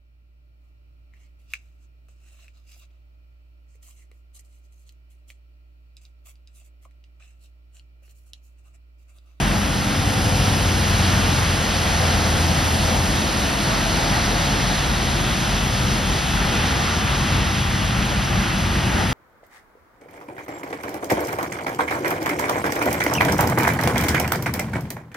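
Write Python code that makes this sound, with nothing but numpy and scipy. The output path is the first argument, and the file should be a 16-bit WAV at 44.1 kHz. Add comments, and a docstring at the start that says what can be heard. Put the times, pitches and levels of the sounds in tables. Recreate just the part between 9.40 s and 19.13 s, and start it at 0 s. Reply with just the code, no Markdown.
"""A rain-soaked multi-lane road, from a two-port microphone on the grass verge. From the start tyres
roar and throw up spray, chassis rumble, a queue idles in the far lanes, and faint engine hums and
tyre or gear whines come and go. Within the first second a tanker's diesel comes by, revs sagging,
while the lorry ahead draws away. Near 5 s a lorry pulls away in a far lane; near 7 s another comes
along the near lane. By the end the sizzle of the spray has sunk in pitch."""
import sys
import numpy as np
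from scipy import signal
from scipy.fft import rfft, irfft, next_fast_len
from scipy.io import wavfile
from scipy.ndimage import map_coordinates

SR = 44100
rng = np.random.default_rng(int(sys.argv[2]) if len(sys.argv) > 2 else 0)


def to_wav(sig):
    """Store sig (one row per channel, or 1-D mono) as 16-bit WAV at the path in sys.argv[1].

    Samples outside -1..1 are clipped; the rate is SR.
    """
    pcm = np.clip(np.atleast_2d(sig), -1, 1) * 32767
    pcm = np.round(pcm).astype(np.int16)
    wavfile.write(sys.argv[1], SR, pcm.T)  # frames by channels


N = 429093
TIME = np.arange(N) / SR
FFT_SIZE = next_fast_len(N + 4000, real=True)
BIN_HZ = np.maximum(np.fft.rfftfreq(FFT_SIZE, 1 / SR), 1)


def undb(db):
    """Decibels to gain."""
    return np.exp(np.asarray(db, np.float32) * np.float32(np.log(10) / 20))


def unit(x):
    """Scale to rms 1."""
    return x / np.sqrt(np.mean(x ** 2))


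def curves(rows):
    """The columns of a time table, one value a sample."""
    time_s, *columns = np.transpose(rows)
    return [np.interp(TIME, time_s, column) for column in columns]


def per_bin(points):
    """A frequency table read on a log axis."""
    hz, value = np.transpose(points)
    return np.interp(np.log(BIN_HZ), np.log(hz), value).astype(np.float32)


def response(spectrum):
    """Gain at each frequency, falling away steeply past the ends of a spectrum."""
    skirts = np.minimum(BIN_HZ / spectrum[0][0], 1) * np.minimum(spectrum[-1][0] / BIN_HZ, 1)
    return undb(per_bin(spectrum)) * skirts.astype(np.float32) ** 2


def filtered(x, gain):
    """Pass a sound through a gain for each frequency."""
    return irfft(rfft(x.astype(np.float32), FFT_SIZE) * gain, FFT_SIZE)[..., :N]


def wander(rate_hz, time=TIME):
    """A smooth random curve with a spread near 1."""
    steps = rng.standard_normal(1024)
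    coarse = time[::64]
    return np.interp(time, coarse, map_coordinates(steps, [coarse * rate_hz], order=2, mode="mirror"))


def noise():
    """Two unrelated white noises."""
    return rng.standard_normal((2, N), dtype=np.float32)


# How alike the road sounds at the two microphone ports: frequency_hz, likeness_share
PORT_LIKENESS = [(50, 0.98), (130, 0.95), (280, 0.87), (420, 0.67), (680, 0.66), (900, 0.46), (2150, 0.47),
                 (2550, .9), (3600, 1), (4900, 1), (6000, 0.89), (7200, 1), (8600, 1), (9100, 0.84),
                 (10100, .7), (10500, .99), (12200, .99), (13000, 0.6), (13900, 1)]

def wash(pair, spectrum, db, flutter_db, rate_hz):
    """Two unrelated signals become one wide, coloured stream whose level flutters."""
    alike = np.clip(per_bin(PORT_LIKENESS), 0, 1)
    mid, side = filtered(pair, response(spectrum) * np.sqrt([1 + alike, 1 - alike]))
    return unit(np.array([mid + side, mid - side])) * undb(db + flutter_db * wander(rate_hz))


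# Wheel groups passing the microphone; the span is the time to cover their own distance from the verge:
# closest_s, span_s, tread_db, air_db, swish_db, hiss_db, mist_db
WHEEL_PASSES = [(0.0, 0.23, -32, -37, -38, -40, -39), (.98, 0.42, -32.5, -44, -44, -36, -35),
                (1.75, 0.46, -32.5, -30.7, -31.3, -31.6, -36.3), (2.66, 0.33, -36, -32.4, -34, -32.5, -39),
                (3.35, 0.58, -31.2, -37, -38, -34, -34.4), (4.7, 0.74, -31.3, -30.3, -34.5, -31.5, -39.4),
                (6.25, 0.68, -37.5, -41, -36.5, -35.5, -39.5), (7.27, .3, -33.7, -31, -35, -35.5, -43),
                (7.92, .24, -38, -34, -38.5, -36, -51), (8.7, .3, -43, -35, -37, -43, -47),
                (9.62, 0.36, -33.5, -32.5, -39, -44, -44)]

def passing(kind, far_db):
    """Wheel noise in dB: over steady far traffic, each pass weakens with the square of its distance."""
    power = undb(far_db) ** 2
    for closest_s, span_s, *levels in WHEEL_PASSES:
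        db = dict(zip(("tread", "air", "swish", "hiss", "mist"), levels))[kind]
        power = power + undb(db) ** 2 / (1 + ((TIME - closest_s) / span_s) ** 2)
    return 10 * np.log10(power)


# Axles in standing water: centre_s, half_width_s, tread_boost_db, air_boost_db, swish_boost_db
PUDDLE_CROSSINGS = [(.1, .08, 1.2, 1.2, 0), (1.03, .07, .8, .2, 1.8), (1.72, .05, 0, 1.2, .3),
                    (2.66, .06, .8, 1.8, 0), (3.2, .06, 1, 1, .3), (3.55, .04, 2, .3, .5),
                    (4.76, .035, 1, 2, 1), (5.15, .045, 2, 1.6, 1), (5.3, .03, 1.2, 1.2, .7),
                    (5.42, .05, .5, .3, 2.2), (5.81, .07, 2.5, .8, 0), (6.752, .044, 1, 1, .5),
                    (7.02, .05, .8, 1.6, .5), (7.16, .05, 1.6, 1.4, 3), (7.47, .055, .3, 2.9, 1.2),
                    (7.7, .07, 0, 1.5, .8), (7.95, .07, 1.8, 1.2, 1), (8.21, .06, 0, -.8, 1),
                    (9.03, .097, .3, 1.5, 0), (9.59, .055, 3, 1.2, .5)]

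def puddles(kind):
    """Extra dB of wheel noise while an axle ploughs through deeper water."""
    column = ("tread", "air", "swish").index(kind)
    return sum(boosts_db[column] * np.exp(-((TIME - centre_s) / half_width_s) ** 2)
               for centre_s, half_width_s, *boosts_db in PUDDLE_CROSSINGS)


# Tread roar and air rush, from the verge: frequency_hz, level_db
TREAD_ROAR = [(300, -23), (450, -5), (560, -2), (750, -0.5), (900, -1.5), (1100, -12), (1800, -30)]
AIR_RUSH = [(600, -18.5), (1000, -2.5), (1350, 0), (1650, -1.5), (1950, -1), (2350, -7), (3200, -22.5)]

def tyres():
    """Tread blocks drum on the asphalt, and air is squeezed out of the grooves."""
    roar_db = passing("tread", far_db=-35) + puddles("tread")
    rush_db = passing("air", far_db=-30.3) + puddles("air")
    roar = wash(noise(), TREAD_ROAR, roar_db, flutter_db=.6, rate_hz=12)
    rush = wash(noise(), AIR_RUSH, rush_db, flutter_db=.47, rate_hz=12)
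    return roar + rush


def drops(scatter_db, count=70000):
    """Countless tiny impacts of water, a few much stronger than the rest."""
    landings = rng.integers(0, N, (2, count))
    strength = np.minimum(rng.exponential(size=(2, count)), 6)
    sizes = rng.choice([-1, 1], (2, count)) * undb(scatter_db * strength)
    return unit(np.array([np.bincount(at, size, N) for at, size in zip(landings, sizes)]))


# Water off the wheels, from low swish to fine mist: frequency_hz, level_db
WATER_SWISH = [(1400, -23), (2300, -5.5), (2650, -.5), (3000, -0.5), (3400, -2), (4000, -8.5), (5500, -27)]
WATER_HISS = [(2600, -16), (3500, -4), (4100, 0), (5400, -.5), (7000, -4.5), (9000, -13), (13000, -32)]
FINE_MIST = [(3500, -18), (6000, -4), (7800, .8), (9500, -.5), (10800, -4.8), (12000, -9.5), (14000, -11.5),
             (16000, -14.5)]

def spray():
    """Water swishes out of the treads and tears into a hiss; droplets patter on mudguards and road."""
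    swish_db = passing("swish", far_db=-34) + puddles("swish")
    hiss_db = passing("hiss", far_db=-35) + puddles("swish") / 2
    mist_db = passing("mist", far_db=-40.5)
    swish = wash(noise() + .4 * drops(scatter_db=2), WATER_SWISH, swish_db, flutter_db=.5, rate_hz=12)
    hiss = wash(noise() + .5 * drops(scatter_db=2.5), WATER_HISS, hiss_db, flutter_db=.5, rate_hz=14)
    mist = wash(noise() + .83 * drops(scatter_db=3), FINE_MIST, mist_db, flutter_db=.45, rate_hz=26)
    return swish + hiss + mist


# The brightest part of the spray, moving off down the road: time_s, centre_hz, level_db
SPRAY_SIZZLE = [(0, 5000, -47), (.5, 5050, -44), (.95, 5100, -38), (2.3, 4900, -45), (3.7, 4200, -41.5),
                (5.2, 4100, -38), (6.2, 3350, -38.3), (7.3, 3350, -38), (8.7, 2950, -39), (9.73, 2900, -42)]

def sizzle(width_hz):
    """A band of spray noise sinks in pitch as the lorries draw away."""
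    centre_hz, db = curves(SPRAY_SIZZLE)
    a, b = filtered(noise(), np.exp(-(BIN_HZ / width_hz) ** 2))
    phase = 2 * np.pi * np.cumsum(centre_hz) / SR
    return unit(a * np.cos(phase) + b * np.sin(phase)) * undb(db)


# Chassis and trailer panels, from the verge: frequency_hz, level_db
CHASSIS_RUMBLE = [(20, -25), (33, -21), (42, -1.5), (58, -.5), (75, -2), (100, -3), (118, -1.3),
                  (135, -2.2), (165, -4.5), (215, -3.3), (250, -12.3), (400, -32)]
PANEL_DRUMMING = [(150, -22), (240, 0), (320, 0), (380, -4), (430, -7.5), (600, -22.5)]
# The rumble eases between platoons of lorries: time_s, level_db
CHASSIS_LEVEL = [(0, -23.5), (1.7, -23), (4.2, -24), (7.6, -24.2), (9.73, -23.2)]

def lorry_bodies():
    """Axles and chassis rumble over the road; trailer panels, shaken by the treads, drum above them."""
    rumble_db, = curves(CHASSIS_LEVEL)
    panel_db = passing("tread", far_db=-35) + puddles("tread") - 2.5
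    rumble = wash(noise(), CHASSIS_RUMBLE, rumble_db, flutter_db=.75, rate_hz=8)
    panels = wash(noise(), PANEL_DRUMMING, panel_db, flutter_db=.7, rate_hz=9)
    return rumble + panels


# Rattle of an engine block: frequency_hz, level_db
BLOCK_CLATTER = [(300, -25), (700, -3), (1500, -4), (3000, -8), (7000, -35)]

def diesel(rows, pipe, scatter_db, wobble, throb_db, clatter_db):
    """Six cylinders fire in turn into the exhaust; each firing also rattles the block."""
    firing_hz, db = curves(rows)
    cycles = np.cumsum(firing_hz * (1 + wobble * wander(rate_hz=9))) / SR
    firings = np.flatnonzero(np.diff(np.floor(cycles)))
    cylinders_db = np.resize([.8, -.5, .3, -.8, .5, -.3], len(firings))
    pulses = np.zeros(N)
    pulses[firings] = undb(cylinders_db + scatter_db * rng.standard_normal(2048)[:len(firings)])
    exhaust = unit(filtered(pulses - pulses.mean(), response(pipe)))
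    knock = np.exp(-(cycles % 1) / .2)  # dies away within each firing
    clatter = unit(filtered(rng.standard_normal(N) * knock, response(BLOCK_CLATTER)))
    level = undb(db + throb_db * wander(rate_hz=20))
    inside_s = np.minimum(TIME - rows[0][0], rows[-1][0] - TIME)
    fade = np.clip(1 + inside_s / .23, 0, 1)  # before the first row and after the last
    return (exhaust + undb(clatter_db) * clatter) * level * fade


# The queue in the far lanes, heard through gaps in the traffic: time_s, level_db
QUEUE_LEVEL = [(0, -26), (0.5, -28.5), (0.8, -40), (2.3, -30), (3.2, -36), (5.5, -29.5), (6.8, -31),
               (7.4, -36), (9.73, -35)]

def idling_queue(firing_hz):
    """Waiting lorries drone at a low, uneven idle."""
    rows = [(time_s, firing_hz, db) for time_s, db in QUEUE_LEVEL]
    pipe = [(25, -12), (44, -1), (88, -8), (135, -14), (300, -28)]  # frequency_hz, level_db
    return diesel(rows, pipe, scatter_db=2.2, wobble=.0101, throb_db=1.3, clatter_db=-18)


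# Faint tones from the lanes: start_s, end_s, first_pitch_hz, last_pitch_hz, level_db, wobble_share
ROAD_HUMS_AND_WHINES = [(0.14, 1.7, 519, 508, -40, .008), (1.7, 4.0, 535, 511, -42, .009),
                        (0.3, 1.3, 773, 765, -40, .009), (1.4, 3.2, 462, 453, -43, .01),
                        (2.3, 3.1, 760, 725, -39.5, .009), (2.2, 3.8, 690, 655, -40, .011),
                        (3.8, 4.7, 682, 655, -38, .011), (4.3, 5.6, 688, 724, -39.5, .016),
                        (-0.6, 0.69, 202, 198, -32, 0.022), (1.45, 2.1, 191, 189, -33, .01),
                        (-0.95, 1.196, 292, 280, -35.5, 0.0296), (4.3, 5.5, 166, 160, -35, .015),
                        (3.6, 5.5, 340, 326, -39.5, 0.0149), (4.3, 5.1, 807, 806, -40, .009),
                        (5.5, 6.2, 353, 347, -39, .005), (5.5, 8.8, 392, 383, -44.5, .007),
                        (6.3, 6.85, 496, 481, -42, .005), (6.1, 7.1, 192, 195, -35, .014),
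                        (6.2, 7.7, 824, 854, -44, .009), (6.2, 9.3, 781, 792, -44, .005),
                        (7.1, 7.8, 468, 458, -42.5, .006), (7.05, 7.8, 1180, 1179, -38.8, .0035),
                        (7.7, 8.65, 1183, 1179, -42, .003), (8.7, 9.45, 1190, 1187, -42.5, .003),
                        (8.4, 10.1, 194, 187, -33, .01), (8.3, 10.2, 350, 350, -42.5, .005)]

def hums_and_whines(waver_db):
    """Faint engine hums and tyre or gear whines swell, waver and slide."""
    out = np.zeros(N)
    for start_s, end_s, first_hz, last_hz, db, wobble in ROAD_HUMS_AND_WHINES:
        span = slice(*np.searchsorted(TIME, [start_s, end_s]))
        time = TIME[span]
        progress = (time - start_s) / (end_s - start_s)
        pitch_hz = (first_hz + (last_hz - first_hz) * progress) * (1 + wobble * wander(40, time))
        tone = np.sqrt(2) * np.sin(2 * np.pi * np.cumsum(pitch_hz) / SR)
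        swell = 2 * np.sqrt(progress * (1 - progress))
        out[span] += tone * swell * undb(db + waver_db * wander(18, time))
    return out


# Muffled exhaust of the tanker, the lorry ahead and the near-lane lorry: frequency_hz, level_db
MUFFLED_PIPE = [(25, -20), (45, -1), (85, 0), (115, -3), (175, -12), (260, -19), (500, -27), (1200, -48)]
# The tanker passing the microphone: time_s, firing_hz, level_db
TANKER_RUN = [(0.6, 99, -28), (1.03, 94.5, -23), (1.34, 91.1, -25.5), (1.72, 88, -21.8), (2.1, 86.6, -27.5),
              (2.4, 85.3, -24.5), (2.95, 83.2, -22.5), (3.45, 82.4, -27.5), (3.7, 82, -27), (4.15, 82, -36)]

def tanker():
    """A smooth-firing diesel whose revs sag as it comes by."""
    return diesel(TANKER_RUN, MUFFLED_PIPE, scatter_db=.6, wobble=.0025, throb_db=.7, clatter_db=-17)


# Up the road, ahead of the tanker: time_s, firing_hz, level_db
LEADING_RUN = [(0.65, 108, -33), (1.2, 110, -32), (1.65, 111.5, -28.5), (2.1, 112, -33)]

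def leading_lorry():
    """A faster-turning diesel gains revs as it draws away."""
    return diesel(LEADING_RUN, MUFFLED_PIPE, scatter_db=1, wobble=.005, throb_db=1.3, clatter_db=-17)


# An exhaust stack across the road: frequency_hz, level_db
EXHAUST_STACK = [(30, -20), (62, 0), (130, 1), (195, -6), (260, -18), (400, -27), (1200, -48)]
# Its lorry, in a far lane: time_s, firing_hz, level_db
FAR_RUN = [(4.9, 60.5, -39), (5.7, 61, -32), (6.3, 66, -31), (7.2, 65.5, -35), (8.0, 64.3, -28.5),
           (8.7, 63.3, -32), (10, 62.98, -33)]

def far_lorry():
    """A low-revving diesel throbs through its stack as it pulls away."""
    return diesel(FAR_RUN, EXHAUST_STACK, scatter_db=1.6, wobble=.012, throb_db=1.6, clatter_db=-16)


# A lorry in the lane nearest the microphone: time_s, firing_hz, level_db
NEAR_RUN = [(6.9, 86, -38), (7.3, 87.5, -30.5), (7.7, 90, -34), (8.0, 91.8, -28.5), (8.6, 91, -34),
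            (9.6, 91, -29.5)]

def near_lorry():
    """A rough-firing diesel clatters past close by."""
    return diesel(NEAR_RUN, MUFFLED_PIPE, scatter_db=3, wobble=.008, throb_db=1.3, clatter_db=-14)


def scene():
    """From the verge: wide road noise, with the engines, hums and whines in the middle."""
    road = tyres() + spray() + sizzle(width_hz=750) + lorry_bodies()
    background = road + idling_queue(firing_hz=44.1) + hums_and_whines(waver_db=1.9)
    return background + tanker() + leading_lorry() + far_lorry() + near_lorry()


# Phase of the microphone's left port against its right: frequency_hz, lead_rad
LEFT_PORT_LEAD = [(20, 0), (270, 0.18), (400, .6), (800, 0.45), (1700, 0.62), (2300, 0.35), (2750, -0.15),
                  (3600, 0), (4950, -.05), (5400, -0.95), (6300, -1.25), (6950, -3.1), (8700, -3.14),
                  (9100, -2.2), (10000, -1.2), (10400, 0), (12300, 0), (12900, 1.2), (13300, 2.6),
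                  (13900, 3.14)]

def record(dry):
    """Two close ports shift the phase between the sides; the left is fuller in bass; the top is cut."""
    left_db = per_bin([(40, .7), (200, 1.5), (650, .9), (1100, -.1), (1700, -.3), (2700, 1.2), (3800, 0)])
    left_gain = undb(left_db / 2) * np.exp(.5j * per_bin(LEFT_PORT_LEAD))
    ports = filtered(dry, np.array([left_gain, 1 / left_gain]))
    top_hz = 15700
    return signal.sosfilt(signal.ellip(10, .1, 80, top_hz, fs=SR, output="sos"), ports)


dry = scene()
out = record(dry)
to_wav(out)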